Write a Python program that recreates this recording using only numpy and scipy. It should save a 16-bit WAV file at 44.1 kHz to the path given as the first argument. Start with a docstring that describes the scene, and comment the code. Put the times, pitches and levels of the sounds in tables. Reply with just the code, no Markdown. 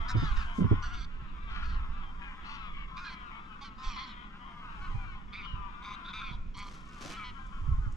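"""Skeins of geese fly honking over a kayak on calm water, single birds calling out of a far babble.
Each honk follows the source-filter principle: pulses from the syrinx excite a long, nasal windpipe.
Water and bank return reflections. Light gusts rumble and thump at the two microphone ports,
water hisses faintly over a low drone, and near the end a jacket rustles and gear ticks."""
import sys
import numpy as np
from scipy import signal
from scipy.fft import rfft, irfft, next_fast_len
from scipy.io import wavfile
from scipy.ndimage import uniform_filter1d

SR = 44100
rng = np.random.default_rng(int(sys.argv[2]) if len(sys.argv) > 2 else 0)


def put_to_file(sound):
    """Save the sound as 16-bit audio at rate SR, in the file named by the first command-line argument."""
    columns = np.atleast_2d(sound).T  # one column per channel
    safe = np.clip(columns, -1, 1)
    whole_steps = np.round(safe * 32767)
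    wavfile.write(sys.argv[1], SR, whole_steps.astype(np.int16))


N = 351036
TIME = np.arange(N) / SR

# Levels are relative, ahead of each source's gain; pan is left over right; roughness runs from 0 to 1.
# Noise spectra: f/Hz, spectral level/dB
AIR_SPECTRUM = [(30, -10), (130, -4), (205, -2), (290, -8), (500, -20), (800, -26.5), (2000, -24.5),
                (4500, -37.5), (7500, -42.5), (9000, -64.5), (12000, -58.5), (15000, -69)]  # steady air and water
WASH_SPECTRUM = [(2000, -23), (4500, -2), (6800, 0.5), (8200, -9), (11000, -15.5), (14000, -30),
                 (15500, -46)]  # water along the hull
RUMBLE_SPECTRUM = [(8, -11.5), (20, 0), (29, -5.5), (42, -9.5), (60, -11), (110, -38.5), (300, -88.5),
                   (3000, -140)]  # slow eddies
BUFFET_SPECTRUM = [(25, -41), (60, -5.5), (100, -4), (150, -16.5), (230, -23), (400, -35.5), (1000, -58.5),
                   (6000, -130)]  # faster flutter of the wind
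CLOTH_SPECTRUM = [(150, -21.5), (700, 4), (2000, 1.5), (4000, 1), (6000, 0), (8000, -8), (10000, -15.5),
                  (13000, -23), (15500, -41)]  # sliding cloth
SCRAPE_SPECTRUM = [(80, -8.5), (250, 2.5), (420, -5), (700, -15), (1500, -18), (4000, -50)]  # dull scrape of the hardest rub
# Swells of water hiss: centre t/s, 1/e half-width/s, level/dB
WASHES = [(0.39, 0.13, -67.5), (0.585, 0.036, -62.5), (2.304, 0.18, -80), (4.9, 0.2, -75),
          (7.673, 1, -75.5)]
# Envelope of the jacket's rubbing: t/s, level/dB
RUB_ENVELOPE = [(6.62, -84.5), (6.74, -78), (6.844, -88.5), (6.998, -80), (7.016, -68.5), (7.068, -70.5),
                (7.132, -69), (7.166, -81.5), (7.25, -88)]
# Ticks of gear: t/s, peak level/dB, f/Hz
GEAR_TICKS = [(6.572, -51.5, 7300), (6.589, -46, 6640), (6.889, -55, 6000), (7.012, -56, 5580),
              (7.466, -62, 7240), (7.923, -55, 6660)]
# Gusts: peak t/s, decay time/s, rumble level/dB, buffet level/dB
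GUSTS = [(0.0, 0.13, -32.5, -45), (0.18, 0.058, -32, -27), (0.34, 0.12, -27, -42.5),
         (0.72, 0.11, -32.5, -33), (0.89, 0.53, -37.5, -56.5), (1.74, 0.31, -31.5, -46),
         (2.76, 0.19, -40, -59), (3.88, 0.043, -35, -48), (4.94, 0.19, -35.5, -43.5),
         (5.56, 0.13, -39.5, -48), (6.409, 0.2, -38, -44), (7.3, 0.2, -51, -48.5), (7.74, 0.22, -30.5, -53)]
# Thumps of air and handling: t/s, level/dB, ring f/Hz, decay time/s, upper f/Hz of the puff, pan/dB
THUMPS = [(0.146, -19, 113.7, 0.016, 273, -6.5), (0.219, -22.5, 151, 0.017, 266, -3.5),
          (0.582, -19, 216, 0.0089, 344, -4), (0.605, -17.5, 180.4, 0.015, 302, -4),
          (0.638, -17.5, 100, 0.017, 275, -7), (0.710, -13, 105, 0.016, 303, -5.5),
          (1.216, -33.5, 125, 0.0085, 140, -2), (4.943, -31, 107, 0.015, 161, -10),
          (5.533, -34, 111.3, 0.0093, 139, -11), (6.31, -27, 162, 0.0042, 172, -11),
          (7.009, -41, 280, 0.0032, 430, 2), (7.033, -44, 200, .009, 260, -4),
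          (7.049, -33, 290, 0.0044, 400, 4), (7.051, -31, 580, 0.0035, 1000, 2),
          (7.094, -35.5, 160, 0.0068, 380, -1), (7.615, -28.5, 80, 0.01, 120, -7),
          (7.677, -20.5, 52.3, 0.015, 134, -6), (7.714, -16, 66, 0.0099, 125, -1),
          (7.779, -19.5, 56.4, 0.0086, 118, -4), (7.863, -21, 96, 0.0086, 137, -5.5)]
# Envelope of the far flock: t/s, first-resonance level/dB, treble level/dB
FLOCK_ENVELOPE = [(0.0, -47.5, -55), (0.29, -50.5, -52.5), (0.44, -50, -54), (0.58, -51, -58),
                  (0.82, -50, -56.5), (1.11, -64, -66), (1.37, -58.5, -62), (1.6, -53.5, -56.5),
                  (2.05, -56, -63), (2.36, -58, -62), (2.5, -54.5, -54.5), (2.84, -59, -62.5),
                  (3.26, -55, -61.5), (3.6, -56.5, -65), (3.75, -62, -68.5), (3.86, -53, -58),
                  (4.01, -56, -56), (4.3, -60, -61.5), (4.45, -55.5, -63.5), (4.75, -54, -60.5),
                  (4.92, -54.5, -63), (5.16, -60.5, -67.5), (5.99, -54.5, -60), (6.18, -52.5, -62.5),
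                  (6.34, -54.5, -88), (6.47, -72, -76), (6.901, -59.5, -63.5), (7.21, -58, -60),
                  (7.45, -60, -70), (7.7, -57.5, -68.5), (7.96, -63, -73)]
# Filter that colours the far flock: f/Hz, gain/dB
FLOCK_FILTER = [(400, -33), (700, -9.5), (880, -4), (1050, 3.5), (1400, 2.5), (1800, -9.5), (2300, -17.5),
                (2700, -18.5), (3150, -17.5), (4200, -33.5), (7000, -33), (11000, -80)]
# Single honks of near and farther geese: t/s, duration/s, top pitch f/Hz, crest position (0-1),
# bend of the pitch arch, level/dB, swell from start to end/dB, resonances 1-3 f/Hz,
# resonances 2-4 level/dB re the first, pan/dB, roughness
HONKS = [ (0.079, 0.059, 258.6, 0.56, 0.19, -44.5, -8.5, 1460, 1700, 3850, -3.5, -7.5, -5, -2, 0.56),
         (0.161, 0.18, 455.4, 0.13, 0.27, -46.5, -3, 1256, 1470, 3550, -0.5, -9, -12.5, -3.5, 0.25),
         (0.233, 0.071, 221.4, 0.38, 0.18, -45.5, -10, 1290, 2900, 3830, -19.5, -11, -21, 9, 0.46),
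         (0.358, 0.098, 461, 0.07, 0.26, -50.5, -6, 1240, 1510, 3640, 2.5, -7, -10, -4, 0.44),
         (0.656, 0.13, 282, 0.44, 0.14, -48.5, -4.5, 1230, 2200, 3920, -25, -33, -29, 8.5, 0.14),
         (1.488, 0.17, 286.7, 0.47, 0.44, -47, 1, 1340, 2500, 3050, -8.5, -11, -15.5, 6, 0.63),
         (1.629, .15, 338, 0.1, 0.19, -55.5, 2, 1480, 2400, 3290, -16, -11, -7, -3, 0.53),
         (2.207, 0.14, 274, 0.02, 0.096, -54, -6, 1550, 2400, 2830, -1.5, -8, -22, 9, 0.36),
         (2.442, 0.14, 222.8, 0.69, 0.19, -50, 4, 1060, 2750, 3260, -4, -11.5, -9.5, 6.5, 0.4),
         (2.542, 0.16, 223, 0.17, 0.22, -50, 1, 1210, 2700, 2960, -8, -16, -19, 10.5, 0.02),
         (2.728, 0.14, 254, 0.14, 0.11, -62, 2, 1260, 2170, 2950, 7.5, 4, -13, 8.5, 0.3),
         (2.89, 0.12, 260, 0.45, 0.072, -52.5, 5, 1170, 1500, 3280, -24, -31, -36, 14, 0.26),
         (2.961, 0.059, 246.3, 0.85, 0.14, -49, 3, 1340, 2450, 3790, -1, -6, -11.5, -4, 0.53),
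         (2.994, 0.093, 357, 0.16, 0.065, -47, 2, 1260, 2440, 3630, -13, -19, -18, 1, 0.22),
         (3.092, 0.07, 257.6, 0.24, .04, -50.5, 0, 970, 2170, 3190, -2.5, -8, -8.5, -0.5, 0.27),
         (3.13, 0.13, 257, 0, 0.06, -57.5, -6, 1100, 2200, 2900, -4, -10, -22, 8, 0),
         (3.301, 0.11, 222, 0.56, 0.13, -53, 0, 1140, 2220, 3000, -3, -11, -37, 10, 0.22),
         (3.469, 0.096, 219.6, 0.02, 0.068, -55, 8, 1180, 2550, 2980, -14, -12, -40, 15, 0.13),
         (3.605, 0.052, 281.3, 0.64, 0.097, -48, 0, 1010, 2200, 3420, -9.5, -8, -11, -3, 0.17),
         (3.634, 0.074, 397, 0.05, 0.19, -56, -13, 1260, 2200, 3150, -5, -4, -3.5, -3, 0.3),
         (3.775, 0.14, 262.3, 0.42, 0.14, -46.5, 8, 1050, 1800, 3800, -15.5, -14, -16.5, -3, 0.28),
         (4.068, 0.077, 389, 0, 0.064, -60, 1, 1300, 3140, 3940, 2, -1, -13, 2, 0.2),
         (4.806, 0.085, 377, 0.1, 0.089, -49, 4, 1270, 2300, 3150, -8, -17, -18.5, 2.5, 0.38),
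         (4.89, 0.067, 275.4, 0.44, 0.039, -56, 4, 930, 2000, 2950, -7, -9, -16, 10, 0.23),
         (4.935, 0.13, 411, 0, 0.11, -57.5, -2, 780, 2270, 3100, -5, -26, -24, 18, 0),
         (4.98, 0.1, 286.5, 0.2, 0.16, -55, -3, 1270, 2400, 3100, -14, -23, -34, 7, 0.1),
         (5.024, 0.14, 399.4, 0.04, 0.15, -62.5, 9, 1530, 2440, 3100, 2.5, -8, -15.5, 12.5, 0),
         (5.14, 0.064, 265, 0.02, 0.094, -54.5, -2, 990, 2500, 3240, -13, -10, -24, 6.5, .08),
         (5.427, 0.16, 209.5, 0.35, 0.26, -59.5, -8, 1020, 2600, 2940, -18, 5.5, -14, 11, 0),
         (5.54, 0.17, 201.9, 0.02, 0.078, -57.5, 4, 1055, 2550, 2820, -14.5, -17.5, -46, 30.5, 0.14),
         (6.085, 0.044, 370.6, 0.08, .1, -48.5, -1, 1230, 2400, 3570, -11, 0, -20, 1.5, 0.37),
         (6.313, 0.061, 251.7, 0.36, 0.099, -53.5, -6, 990, 3000, 3390, -16, -2.5, -16.5, 1.5, 0.52),
         (7.096, 0.088, 210.6, 0.52, 0.13, -51, -2, 1290, 2300, 3000, -2, -7.5, -12, -2, 0.06),
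         (7.158, 0.052, 340.6, 0.05, 0.057, -47, 3, 1210, 2400, 3170, -8, -11, -17, 1.5, 0.1),
         (7.187, 0.074, 212.7, .2, 0.093, -46, -3, 1250, 2260, 3160, -2.5, -13, -25, 2.5, 0.25),
         (7.232, 0.089, 253, 0.01, 0.056, -50.5, -5.5, 1080, 2140, 3080, -3, -2.5, -8.5, 1.5, 0.2),
         (7.338, 0.062, 274, .5, .05, -54, 7, 1270, 2000, 3050, -13, -15, -30, 14, 0),
         (7.371, .11, 400, 0, 0.055, -58.5, -2, 1620, 2370, 3130, -12, -11, -28, 9.5, 0),
         (7.381, 0.056, 267, 0.04, .06, -55, -1, 940, 2400, 3100, -17, -22, -30, 17.5, 0.25),
         (7.515, 0.11, 283, 0.08, 0.067, -55.5, -9, 1200, 2390, 3120, -13, -14, -33, 12, .06),
         (7.655, 0.098, 219.7, 0.43, 0.079, -56.5, 4, 1180, 2200, 3150, -17, -24, -31, 15, 0.23),
         (7.811, 0.089, 246.5, 0.01, 0.13, -57.5, 2, 1330, 2300, 3100, -21, -20, -32, 14, 0.33)]
# Honks of the nearest geese, each with a windpipe and its own course of pitch and hoarseness.
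# Windpipe: resonances 1-4 f/Hz, third, fourth and top resonance level/dB re the second, pan/dB
# Course: t/s, pitch f/Hz, roughness, first-resonance level/dB, treble level/dB
NEAREST_HONKS = [ ((1422, 2853, 3400, 4500, -5, -2.5, -3.5, -3), [(0.82, 228.2, 0.86, -50, -52),
                 (0.84, 243, 0.17, -44.5, -53), (0.865, 237.3, 0.28, -47, -53),
                 (0.888, 221, 0.42, -54, -60), (0.92, 237, 0.3, -46.5, -58), (0.96, 229, 0.4, -55, -56)]),
                 ((1446, 2255, 3478, 4570, 4.5, 2.5, -5, -3.5), [(0.93, 269.7, 0.61, -50, -57),
                 (0.965, 279, 0.2, -56.5, -54), (1.01, 259.5, 0.15, -55, -53),
                 (1.035, 271, 0.37, -57, -52.5), (1.058, 270, 0.8, -56, -57)]),
                 ((1559, 2420, 3252, 4150, -5.5, 0, -14, -4), [(3.038, 396, 0.7, -48, -54),
                 (3.058, 402.4, 0.6, -50, -49), (3.074, 414, 0.4, -46, -49),
                 (3.112, 378.5, 0.36, -51, -52)]), ((1120, 2450, 3250, 4346, -1, -2.5, -4.5, -3),
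                 [(3.825, 240, 0.8, -54, -54), (3.855, 261.5, 0.67, -56, -50.5),
                 (3.9, 244.4, 1.02, -54, -49), (3.93, 232, 0.36, -51, -52.5), (3.975, 205, 0.5, -51, -52)]),
                 ((1037, 2100, 3330, 4200, 3.5, 2.5, -8.5, -4), [(3.955, 258.4, 0.56, -51, -54),
                 (3.99, 255.8, 0.1, -47, -48.5), (4.022, 266.3, 0.3, -48, -47.5),
                 (4.052, 254, 0.45, -48, -50.5), (4.128, 250, 1, -71, -62)]),
                 ((1251, 2304, 3557, 4601, -8, -16, -31.5, -1.5), [(5.323, 200.7, 0.46, -54, -48),
                 (5.343, 201.7, 0.25, -52, -44), (5.365, 215.2, 0.2, -55, -46.5),
                 (5.387, 219, 0.03, -52, -48.5), (5.42, 200.8, 0, -57, -50),
                 (5.47, 192.6, 0.8, -48.5, -52.5)]), ((1094, 2300, 3623, 4700, 0.5, -12.5, -14.5, 2),
                 [(5.818, 197.2, 1, -47, -58), (5.848, 198.2, 0.7, -49, -51.5),
                 (5.893, 204.4, 0.32, -48, -52), (5.92, 203.5, 0.55, -45, -50.5),
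                 (5.942, 211.7, 0.8, -53, -51), (5.962, 207, 1, -52, -57)]),
                 ((1401, 2400, 3600, 4600, 11, -8, -19, -0.5), [(6.04, 225.6, 0.8, -52, -60),
                 (6.06, 231.5, 0.6, -51, -49), (6.103, 237.6, 1, -49, -51)]),
                 ((1297, 2402, 3653, 4751, -0.5, -16, -20.5, 1.5), [(6.127, 206.5, 0.65, -47, -45),
                 (6.145, 216.7, 0.33, -47.5, -44.5), (6.18, 217, 0.05, -51, -46.5),
                 (6.205, 208, 0.33, -49, -47), (6.226, 206, 0.5, -54, -47)]),
                 ((1356, 2380, 3500, 4450, -3.5, -14, -23, -0.5), [(6.208, 221, 0.65, -49, -45),
                 (6.228, 231.4, 0.54, -48, -49), (6.27, 219.4, 0.32, -51, -47.5),
                 (6.298, 204.4, 0.4, -52, -47), (6.326, 204, 0.6, -62, -53)]),
                 ((1080, 2232, 3234, 4330, -0.5, -2.5, -9, -0.4), [(6.536, 191.6, 0.8, -58.5, -62),
                 (6.578, 199.3, 0.55, -47.5, -49), (6.605, 204.8, 0.14, -44.5, -48.5),
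                 (6.643, 204, 0, -47, -54.5), (6.658, 199, 0.7, -51.5, -61),
                 (6.694, 202.7, 0.8, -53, -53)])]
# Windpipe bandwidths before broadening: resonance 1 width/Hz, 2-3 width/Hz, higher ones width/Hz
BANDWIDTHS = (380, 420, 650)


def gain_of(db):
    """Amplitude ratio: a factor of ten for every 20 dB."""
    return 10 ** (np.asarray(db) / 20)


def unit_rms(x):
    """Normalisation to unit mean power."""
    return x / np.sqrt(np.mean(x ** 2) + 1e-20)


def sides(pan_db):
    """Level difference between the ports, as left and right gains."""
    return gain_of([[pan_db / 2], [-pan_db / 2]])


def add(mix, start_s, sound):
    """Superposition: a sound sums into the mix from its starting time."""
    start = round(start_s * SR)
    sound = sound[:, max(-start, 0):]
    part = mix[:, max(start, 0):][:, :sound.shape[1]]
    part += sound[:, :part.shape[1]]


def coloured(x, spectrum):
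    """Filtering by multiplication of spectra; the result has unit power."""
    f, db = np.transpose(spectrum)
    size = next_fast_len(x.shape[-1])
    hz = np.fft.rfftfreq(size, 1 / SR)
    response = gain_of(np.interp(np.log(hz + 1), np.log(f), db))
    return unit_rms(irfft(rfft(x, size) * response, size)[..., :x.shape[-1]])


def wander(size, hz):
    """Random modulation: straight lines join hz Gaussian values a second."""
    at = np.arange(size) * hz / SR
    return np.interp(at, np.arange(size // 8 + 2), rng.standard_normal(size // 8 + 2))


def noise_pair(spectrum, correlation):
    """Partial coherence: the two ports share part of a coloured noise."""
    a, b = rng.standard_normal((2, N))
    return coloured(np.array([a, correlation * a + np.sqrt(1 - correlation ** 2) * b]), spectrum)


def levelled(x, times, db, window=14000):
    """Envelope shaping: the running RMS follows a curve while quick swings remain."""
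    power = abs(uniform_filter1d((x ** 2).mean(0), size=window))
    return x / np.sqrt(power + 1e-12) * gain_of(np.interp(TIME, times, db))


def resonate(x, hz, width_hz, order=3):
    """Moving resonance by heterodyning: shift hz to zero, low-pass in cascade, shift back."""
    carrier = np.exp(2j * np.pi * np.cumsum(hz * np.ones(len(x))) / SR)
    pole = np.exp(-np.pi * width_hz / SR)
    x = x / carrier + 1e-18
    for _ in range(order):
        x = signal.lfilter([1 - pole], [1, -pole], x)
    return 2 * (carrier * x).real


def drone(level_db=-60, centre_hz=190):
    """Narrow-band noise with a drifting centre is heard as a faint, wavering drone."""
    hz = centre_hz + 16 * wander(N, 5.4)
    return gain_of(level_db) * unit_rms(resonate(rng.standard_normal(N), hz, width_hz=70))


def water():
    """Amplitude modulation: hiss swells in Gaussian envelopes, like water sliding along the hull."""
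    envelope = sum(gain_of(db) * np.exp(-((TIME - centre) / half) ** 2) for centre, half, db in WASHES)
    return noise_pair(WASH_SPECTRUM, 0.48) * envelope


def jacket(grain_db=3, cloth_db=19, scrape_db=-51):
    """Friction: cloth slides in small slips, and the hardest rub adds a dull scrape."""
    rub_db = np.interp(TIME, *np.transpose(RUB_ENVELOPE), left=-140, right=-140)
    slips = gain_of(grain_db * wander(N, 350))
    cloth = noise_pair(CLOTH_SPECTRUM, 0.79) * gain_of(rub_db + cloth_db)
    scrape = noise_pair(SCRAPE_SPECTRUM, 1.0) * gain_of(scrape_db + 1.02 * (rub_db - rub_db.max()))
    return slips * (cloth + scrape)


def gear_ticks(decay_s=0.0083):
    """Transient excitation: each tick is a dying burst of noise through a broad resonance."""
    mix, t = np.zeros((2, N)), np.arange(SR // 30) / SR
    for start, db, hz in GEAR_TICKS:
        tick = resonate(rng.standard_normal(len(t)) * np.exp(-t / decay_s), hz, width_hz=4100)
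        add(mix, start, sides(0) * gain_of(db) * tick / abs(tick).max())
    return mix


def wind(breeze_db=(-52, -69.5), rise_share=0.7, rumble_gain_db=2, buffet_gain_db=-2, lumps_db=4):
    """Turbulence: eddies rumble and flutter at the ports; gusts add in power to a light breeze."""
    times = TIME[::100]
    power = gain_of(breeze_db)[:, None] ** 2  # rows: rumble, buffet
    for peak, decay, *db in GUSTS:
        envelope = np.exp(-np.maximum((peak - times) / rise_share, times - peak) / decay)
        power = power + np.outer(gain_of(db), envelope) ** 2
    rumble_db, buffet_db = 10 * np.log10(power)
    rumble = levelled(noise_pair(RUMBLE_SPECTRUM, 0.88), times, rumble_db + rumble_gain_db, window=5000)
    flutter = noise_pair(BUFFET_SPECTRUM, .6) * gain_of(lumps_db * wander(N, 30))
    buffet = levelled(flutter, times, buffet_db + buffet_gain_db, window=7000)
    return rumble * sides(-2.5) + buffet


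def thumps(puff_db=-9, puff_s=0.0087, rise_s=0.0092, max_phase_rad=1.35):
    """Damped oscillation: air and handling give a dull puff and a few cycles of pressure."""
    mix, t = np.zeros((2, N)), np.arange(SR // 5) / SR
    for start, db, hz, decay, top_hz, pan_db in THUMPS:
        phase = max_phase_rad * min(hz / 110, 1) ** 2  # low rings are more in step at the two ports
        envelope = np.exp(1 - t / decay) * (1 - np.exp(-t / rise_s))
        ring = np.sin(2 * np.pi * hz * t + np.array([[0], [phase]])) * envelope
        band = signal.butter(3, [60, top_hz], "band", fs=SR)
        puff = unit_rms(signal.lfilter(*band, rng.standard_normal((2, len(t)))))
        puff *= gain_of(puff_db) * t / puff_s * np.exp(1 - t / puff_s) * min(decay / 0.013, 1)
        add(mix, start, gain_of(db) * sides(pan_db) * (0.71 * ring + puff))
    return mix


def shore_echoes(x, t60_s=0.95, cutoff_hz=2600, echoes_per_s=2000):
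    """Scattering: water and bank return dull echoes that die away exponentially."""
    t = np.arange(SR) / SR
    taps = rng.standard_normal((2, SR)) * (rng.random((2, SR)) < echoes_per_s / SR)
    taps *= gain_of(-60 * t / t60_s) * (t > .004)
    response = signal.lfilter(*signal.butter(2, cutoff_hz, fs=SR), taps / np.linalg.norm(taps[0]))
    return signal.fftconvolve(x, response, axes=1)[:, :N]


def water_reflection(x, db, delay_s):
    """Specular reflection: a call interferes with its delayed copy off the calm water."""
    return x + gain_of(db) * np.concatenate([np.zeros(int(delay_s * SR)), x])[:len(x)]


def at_ports(call, pan_db, max_delay_s=0.00021, full_pan_db=7.5):
    """Path difference: a bird on the left is louder there and reaches the right port later."""
    lag = round(max_delay_s * SR * np.clip(pan_db / full_pan_db, 0, 1))
    return sides(pan_db) * np.array([call, np.roll(call, lag)])


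def syrinx(hz, rough, jitter=0.0299, shimmer=0.57, rasp=1.0):
    """Pulse-train source: roughness unsettles timing and strength and adds a puff of air per cycle."""
    size = len(hz)
    cycles = np.cumsum(hz * (1 + jitter * rough * wander(size, 223.9))) / SR
    harmonics = int(10000 / hz.max())
    pulses = np.sin((2 * harmonics + 1) * np.pi * cycles) / (np.sin(np.pi * cycles) + 1e-12) - 1
    pulses *= np.exp(shimmer * rough * wander(size, 304.3))
    puffs = np.exp(-(cycles % 1) / .55) * rng.standard_normal(size)
    return unit_rms(pulses) + rasp * rough * unit_rms(puffs)


def far_flock(count=170, low_gain_db=4.5, treble_gain_db=5.0, echo_db=-4.5):
    """Incoherent summation: short honks of distant birds, mostly to the left, merge into a babble."""
    mix = np.zeros((2, N))
    for k, (when, length, pitch, loud, place, pipe, jump) in enumerate(rng.random((count, 7))):
        u = np.linspace(0, 1, int((.08 + .11 * length) * SR))
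        arch = 1 - .2 * (u - .6 * jump) ** 2 + .011 * wander(len(u), 45)
        upward_break = 1 + .42 * (jump > .75) * np.clip((u - .35) * 20, 0, 1)
        hz = (195 + 90 * pitch) * arch * upward_break
        voice = syrinx(hz, rough=0.28 + 0.34 * (1 - length))  # short calls are hoarser
        drive = water_reflection(voice, db=-2.5, delay_s=0.000972 + .003 * pipe)
        pipe_hz = (1000 + 400 * pipe) * arch
        call = unit_rms(sum(resonate(drive, mode * pipe_hz, 800, order=2) for mode in (1, 2, 3)))
        call *= np.sin(np.pi * u ** .7).clip(0) ** .7 * gain_of(5 * loud + 2 * wander(len(u), 40))
        heard = sides(7 * place + 2.64) * np.array([call, np.roll(call, int(4 + 12 * place))])
        add(mix, (k + when) / count * (N / SR + .2) - .2, heard)
    mix = coloured(mix + gain_of(echo_db) * shore_echoes(mix), FLOCK_FILTER)
    low = signal.sosfiltfilt(signal.butter(4, 1800, fs=SR, output="sos"), mix)
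    times, low_db, treble_db = np.transpose(FLOCK_ENVELOPE)
    treble = levelled(mix - low, times, treble_db + treble_gain_db)
    hiss = noise_pair([(2500, -23.5), (5000, 8.5), (7500, -6.5), (10000, -8), (14000, -28)], 0.4)
    hiss *= gain_of(np.interp(TIME, times, low_db) - 23.0)  # swells with the chorus
    return levelled(low, times, low_db + low_gain_db) + treble + hiss


def honk(row, attack_s=0.012, release_s=0.024, ends_db=-3, slack=0.0534, waver=0.0071, flutter=0.17):
    """Source and filter: one arch of pitch, rasping at both ends, drives the windpipe's resonances."""
    (start, length, top_hz, crest, bend, level_db, swell_db,
     first, second, third, second_db, third_db, fourth_db, pan_db, rough) = row
    t = np.arange(0, length, 1 / SR)
    u = t / length
    breath = np.clip(np.minimum(t / attack_s, (length - t) / release_s), 0, 1)
    arch = 1 - bend * (u - crest) ** 2
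    hz = top_hz * arch * (1 - slack * (1 - breath)) * (1 + waver * wander(len(t), 58.6))
    effort = breath * gain_of(level_db + swell_db * (u - .5) + ends_db * (2 * u - 1) ** 2)
    hoarse = np.clip(rough * (1 + 1.7 * abs(2 * u - 1) ** 3), .06, 1)
    drive = water_reflection(syrinx(hz, hoarse), db=-9, delay_s=rng.uniform(.0012, .0038))
    stretch = (hz / np.median(hz)) ** 0.84  # the resonances largely follow the pitch

    def formant(centre, width):
        """Resonance that broadens and wavers more in a rough voice."""
        moving = centre * stretch * (1 + .04 * rough * wander(len(t), 110))
        ring = resonate(drive, moving, width * (1 + 0.75 * rough))
        return unit_rms(ring * np.exp(flutter * hoarse * wander(len(t), 79)))

    narrow, middle, wide = BANDWIDTHS
    fourth = 1.335 * third
    upper = [(second, middle, second_db), (third, middle, third_db), (fourth, wide, fourth_db),
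             (1.29 * fourth, wide, fourth_db - 9), (1.426 * fourth, wide, fourth_db - 14),
             (1.86 * fourth, 2 * wide, fourth_db - 25)]
    call = formant(first, narrow) + sum(gain_of(db) * formant(f, width) for f, width, db in upper)
    return start, at_ports(effort * call, pan_db)


def nearest_honk(pipe, course, edge_s=0.0097, flutter=0.45, hoarse_tilt_db=-9.5):
    """Aperiodic vibration: the voice starts hoarse, clears and cracks; roughness shakes its pitch."""
    first, second, third, fourth, third_db, fourth_db, top_db, pan_db = pipe
    times, *controls = np.transpose(course)
    t = np.arange(times[0], times[-1], 1 / SR)
    hz, rough, first_db, treble_db = (np.interp(t, times, control) for control in controls)
    rough = np.clip(rough, .05, .9)
    breath = np.clip(np.minimum(t - times[0], times[-1] - t) / edge_s, 0, 1)
    shaky_hz = hz * (1 + (.004 + .022 * rough ** 2) * wander(len(t), 160))
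    drive = syrinx(shaky_hz, np.maximum(rough, .22), shimmer=.4, rasp=1.15)
    stretch = (hz / np.median(hz)) ** 0.45  # the resonances partly follow the pitch

    def formant(centre, width):
        """Resonance under random modulation of frequency and amplitude."""
        moving = centre * stretch * (1 + .018 * wander(len(t), 130))
        ring = resonate(drive, moving, width * 1.1)
        return unit_rms(ring * np.exp(flutter * np.tanh(wander(len(t), 85))))

    narrow, middle, wide = BANDWIDTHS
    second_db = hoarse_tilt_db * (rough - rough.mean())
    upper = [(second, middle, second_db), (third, middle, third_db), (fourth, wide, fourth_db),
             (1.312 * fourth, wide, top_db - 1), (1.7 * fourth, wide, top_db - 14)]
    treble = unit_rms(sum(gain_of(db) * formant(f, width) for f, width, db in upper))
    call = gain_of(first_db) * formant(first, narrow) + gain_of(treble_db) * treble
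    return times[0], at_ports(breath * call, pan_db)


def geese(gain_db=1.0, echo_db=-10, beak_cutoff_hz=870, lag_fraction=0.026):
    """Radiation from a small opening: single honks leave the beak with little bass, then echo."""
    calls = np.zeros((2, N))
    for row in HONKS:
        add(calls, *honk(row))
    for pipe, course in NEAREST_HONKS:
        add(calls, *nearest_honk(pipe, course))
    # the left port lags by just over one sample, which places the birds a little to the right
    calls[0] = (1 - lag_fraction) * np.roll(calls[0], 1) + lag_fraction * np.roll(calls[0], 2)
    radiated = signal.sosfilt(signal.butter(6, beak_cutoff_hz, "high", fs=SR, output="sos"), calls)
    return gain_of(gain_db) * (radiated + gain_of(echo_db) * shore_echoes(radiated))


def scene(air_db=-57):
    """Linear superposition: the pressures of all sources add over the steady noise of air and water."""
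    sources = geese() + drone() + far_flock() + wind() + thumps() + jacket() + gear_ticks() + water()
    return sources + gain_of(air_db) * noise_pair(AIR_SPECTRUM, 0.84)


def record(dry, fade_s=0.005, cutoff_hz=15000):
    """Band limiting: after a brief fade-in, a linear-phase low-pass removes the highest treble."""
    fade_in = np.minimum(TIME / fade_s, 1)
    low_pass = signal.firwin(511, cutoff_hz, window=("kaiser", 9), fs=SR)
    return signal.oaconvolve(dry * fade_in, low_pass[None], "same")


dry = scene()
out = record(dry)
put_to_file(out)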